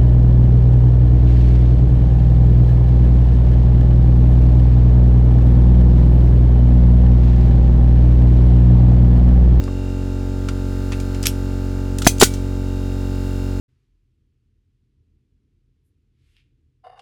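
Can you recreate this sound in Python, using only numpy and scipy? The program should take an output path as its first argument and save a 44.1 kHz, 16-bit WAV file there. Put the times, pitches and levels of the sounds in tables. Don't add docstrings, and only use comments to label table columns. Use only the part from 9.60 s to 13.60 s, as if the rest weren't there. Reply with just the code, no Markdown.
import sys
import numpy as np
from scipy import signal
from scipy.fft import rfft, irfft, next_fast_len
from scipy.io import wavfile

SR = 44100
rng = np.random.default_rng(int(sys.argv[2]) if len(sys.argv) > 2 else 0)


def unload_wav(signal):
    wavfile.write(
        sys.argv[1],
        SR,
        np.round(np.clip(np.atleast_2d(signal).T, -1, 1) * 32767).astype(np.int16),
    )


N = 176400

# t/s, level/dB, t60/s, tilt/(dB/octave), ping f/Hz, ping re crack/dB
CONTACTS = [(0.0383, -29.5, 0.015, 1, 4960, -3), (0.8859, -26.5, 0.04, -3.5, 1353, 4),
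            (1.3196, -20.5, 0.067, -7, 1890, -15), (1.332, -31, .04, -6.5, 2660, -1),
            (1.4, -30.5, 0.032, 1.5, 2430, -6), (1.5462, -29.5, .028, -5, 1370, -13),
            (1.6280, -23.5, 0.028, 3, 4930, -4), (1.6374, -21, 0.018, -2.5, 5020, -3),
            (1.6553, -14, 0.047, -0.2, 6300, -15), (1.6680, 3, 0.0089, 1.7, 11520, -8),
            (2.3848, -16.5, 0.016, 3.5, 5780, -6), (2.4191, -21, 0.037, 0, 1410, -2),
            (2.4463, -20.5, 0.022, 1, 6940, -7), (2.4536, -25.5, 0.055, 4, 5400, 0),
            (2.4612, -23, .03, 4, 7200, -9), (2.467, -15, .02, 8, 3700, -8),
            (2.4704, 1, 0.026, 3, 2435, -11), (2.4739, -9, .035, 7.5, 6110, 7),
            (2.5823, -29, 0.021, 3, 6600, 1), (2.596, -27, .03, 9, 8000, -10),
            (2.599, -16.5, 0.066, 5, 7330, 6.5), (2.609, -10, 0.082, 2.5, 7050, -11),
            (2.6137, -0.5, 0.032, -0.5, 5900, -13), (2.624, 2, 0.023, 5, 1986, -6),
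            (2.6292, -0.5, 0.044, 3.5, 1465, -8.5), (2.7378, -29.5, 0.043, 2, 6100, -2)]
# f/Hz, relative level/dB
CRACK_SPECTRUM = [(300, -31), (1000, -11), (1450, -4), (2000, -2), (2700, 2), (4000, 2.5), (6000, 1.5),
                  (7500, 0.5), (9500, -3), (10700, -9.5), (16500, -17.5)]
# f/Hz, relative level/dB, t60/s
SLIDE_MODES = [(1540, -8, .09), (1976, -21, .1), (3600, -10, 0.1), (4436, -14, 0.13), (5300, -2, .08),
               (5912, -19, 0.092), (6600, -10, .12), (7060, -15, 0.063), (7900, -10, 0.061),
               (8479, -15, 0.09), (9356, -2, 0.086), (9500, -7, 0.26)]
# t/s, level/dB, f/Hz, t60/s
BLOWS = [(0.0778, -30, 566, 0.042), (.079, -30, 1128, 0.033), (2.4668, 13.5, 105, 0.01),
         (2.468, 8.5, 694, 0.016), (2.4709, 2.5, 1150, 0.0072), (2.614, 8.5, 820, 0.0071),
         (2.6237, 16, 408.4, 0.022), (2.63, 8, 189, 0.013)]
# f/Hz, relative level/dB
PUFF_SPECTRUM = [(40, -20), (130, -24), (250, 7.5), (450, 0.5), (750, -2), (1300, -2.5), (3000, -18),
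                 (9000, -60)]
# f/Hz, t60/s
ROOM_DECAY = [(200, 0.12), (1500, 0.1), (6000, 0.1), (10000, 0.13), (16000, 0.12)]
# multiple of turn rate, relative level/dB
DRONE_ORDERS = [(1, 0.5), (2, 0), (3, -11.5), (4, -13), (5, -10.5), (6, -6), (7, -27.5), (8, -12.5),
                (9, -23), (10, -18), (11, -22), (12, -34.5), (13, -21), (14, -34.5), (15, -36.5), (16, -68),
                (17, -29), (18, -34), (19, -25), (20, -39.5)]
# f/Hz, base level per order/dB
BUZZ_SPECTRUM = [(950, -61.5), (1100, -69), (1350, -59.5), (1750, -66), (2000, -70), (2400, -70.5),
                 (3400, -72.5), (5000, -70), (6000, -76.5), (7300, -70.5), (8500, -89)]
# t/s, gain/dB
BUZZ_ENVELOPE = [(0, -3), (.7, -3), (1.4, 1), (2.3, -1), (3.1, -1.5), (3.7, 1), (4, 0)]
# f/Hz, lift/dB
WHINE_LIFTS = [(1197, 9.5), (1382, 9.5), (1566, 10.5), (3730, 15.5), (4237, 10), (4467, 10), (5204, 7.5),
               (7185, 1)]
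# t/s, gain/dB
HOUSING_ENVELOPE = [(0, -41), (.25, -40), (.8, -47.5), (1.4, -42), (2.1, -44), (2.9, -43), (3.7, -39.5),
                    (4, -42)]
# f/Hz, relative level/dB
RUSH_SPECTRUM = [(20, 2), (60, -2.5), (250, -0.5), (340, -9.5), (600, -15), (800, -13.5), (1400, -20),
                 (2200, -22), (4000, -26.5), (7300, -26), (9000, -32.5), (16000, -40.5)]
# f/Hz, relative level/dB
HISS_SPECTRUM = [(2000, -19), (6000, 1), (11000, 3), (17000, -2.5)]
# t/s, level/dB
HISS_ENVELOPE = [(0, -68), (.8, -62), (1.3, -55.5), (2.2, -59.5), (2.9, -59.5), (3.3, -57.5), (3.7, -54),
                 (4, -57)]

MOTOR_HZ = 46.055


def steel_contacts(attack_s=0.00091, ping_wander_rad=0.064, ring_db=-30, full_ring_t60_s=0.053):
    out, t = np.zeros(N), np.arange(SR // 2) / SR
    for start_s, level_db, t60_s, tilt_db_oct, ping_hz, ping_db in CONTACTS:
        crack = noise(CRACK_SPECTRUM, len(t), tilt_db_oct) * decay(t, t60_s)
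        wander_rad = ping_wander_rad * np.cumsum(rng.standard_normal(len(t)))
        ping = amp(ping_db) * np.sin(2 * np.pi * ping_hz * t + wander_rad) * decay(t, t60_s)
        ring = np.zeros(len(t))
        for mode_hz, mode_db, mode_t60_s in SLIDE_MODES:
            gain = amp(mode_db + rng.normal(0, 0.95))
            ring += gain * np.sin(2 * np.pi * (mode_hz * t + rng.random())) * decay(t, mode_t60_s)
        ring *= amp(ring_db) * t60_s / full_ring_t60_s
        attack = 1 - np.exp(-t / attack_s)
        add(out, start_s, room(amp(level_db) * (crack + ping + ring) * attack))
    return out


def gun_thumps(puff_db=-5):
    out, t = np.zeros(N), np.arange(SR // 4) / SR
    for start_s, level_db, hz, t60_s in BLOWS:
        body = -np.sin(2 * np.pi * hz * t)
        puff = amp(puff_db) * noise(PUFF_SPECTRUM, len(t))
        add(out, start_s, amp(level_db) * (body + puff) * decay(t, t60_s))
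    return out


def recoil_spring(start_s=2.634, hz=2300, level_db=-40.5, t60_s=0.64):
    out, t = np.zeros(N), np.arange(SR) / SR
    add(out, start_s, amp(level_db) * np.sin(2 * np.pi * hz * t) * decay(t, t60_s))
    return out


def room(sound, delay_s=0.0058, early_db=-8, late_db=-26.5, late_t60_s=0.53):
    hz, t, spectrogram = signal.stft(rng.standard_normal(SR // 2), SR, nperseg=128)
    early_t60_s = at_hz(ROOM_DECAY, hz)[:, None]
    early = signal.istft(spectrogram * decay(t, early_t60_s), SR, nperseg=128)[1]
    late = rng.standard_normal(len(early)) * decay(np.arange(len(early)) / SR, late_t60_s)
    tail = amp(early_db) * early / np.linalg.norm(early) + amp(late_db) * late / np.linalg.norm(late)
    response = signal.unit_impulse(SR)
    add(response, delay_s, tail)
    return signal.fftconvolve(sound, response)


def motor_drone(level_db=-25.5, first_beat_s=0.00308, skew_rad=0.71, scatter_rad_per_db=0.042):
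    out, turns = np.zeros(N), MOTOR_HZ * (np.arange(N) / SR - first_beat_s)
    for order, order_db in DRONE_ORDERS:
        phase_rad = skew_rad + scatter_rad_per_db * order_db * rng.normal()
        out += amp(level_db + order_db) * np.cos(2 * np.pi * order * turns + phase_rad)
    return np.sqrt(2) * out


def motor_buzz(top_order=184, scatter_db=3, drift_db=1.5):
    out, t = np.zeros(N), np.arange(N) / SR
    knots_s = np.linspace(0, t[-1], 6)
    for order in range(len(DRONE_ORDERS) + 1, top_order + 1):
        hz = order * MOTOR_HZ
        lift_db = sum(db for whine_hz, db in WHINE_LIFTS if abs(hz - whine_hz) < MOTOR_HZ / 2)
        stray_db = scatter_db * rng.normal() + drift_db * rng.standard_normal(len(knots_s))
        gain = np.interp(t, knots_s, amp(at_hz(BUZZ_SPECTRUM, hz) + lift_db + stray_db))
        out += gain * np.sin(2 * np.pi * (hz * t + rng.random()))
    return envelope(BUZZ_ENVELOPE) * out


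def motor_housing(hz=2770, first_beat_s=0.016, rise_s=0.0039, t60_s=0.034, unevenness=0.25):
    turn, since_s = np.divmod(np.arange(N) / SR - first_beat_s, 1 / MOTOR_HZ)
    strength = 1 + unevenness * rng.uniform(-1.3, 1, int(turn[-1]) + 2)[turn.astype(int)]
    swell = 2 * (1 - np.exp(-since_s / rise_s)) * decay(since_s, t60_s)
    return envelope(HOUSING_ENVELOPE) * strength * swell * np.sin(2 * np.pi * hz * since_s)


def vent_air(rush_db=-41.5):
    rush = amp(rush_db) * noise(RUSH_SPECTRUM, N)
    hiss = envelope(HISS_ENVELOPE) * noise(HISS_SPECTRUM, N)
    return rush + hiss


def amp(db):
    return 10 ** (np.asarray(db) / 20)


def decay(t, t60_s):
    return np.exp(-np.log(1000) * t / t60_s)


def envelope(rows):
    return amp(np.interp(np.arange(N) / SR, *np.transpose(rows)))


def at_hz(rows, hz):
    knots_hz, values = np.transpose(rows)
    return np.interp(np.log(hz + 1), np.log(knots_hz + 1), values)


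def noise(spectrum, size, tilt_db_oct=0):
    hz = np.fft.rfftfreq(size, 1 / SR)
    phasors = np.exp(2j * np.pi * rng.random(len(hz)))
    x = irfft(phasors * amp(at_hz(spectrum, hz) + tilt_db_oct * np.log2(hz + 1)), size)
    return x / np.sqrt(np.mean(x ** 2) + 1e-20)


def add(track, start_s, sound):
    start = round(start_s * SR)
    track[start:start + len(sound)] += sound[:len(track) - start]


def scene():
    pistol = steel_contacts() + gun_thumps() + recoil_spring()
    ventilation = motor_drone() + motor_buzz() + motor_housing() + vent_air()
    return (pistol + ventilation)[None]


def record(dry, ceiling=0.95, cutoff_hz=17100):
    size = next_fast_len(N + SR // 2)
    clipped = np.clip(dry, -ceiling, ceiling)
    passband = np.fft.rfftfreq(size, 1 / SR) < cutoff_hz
    return irfft(rfft(clipped, size) * passband, size)[..., :N]


dry = scene()
out = record(dry)
unload_wav(out)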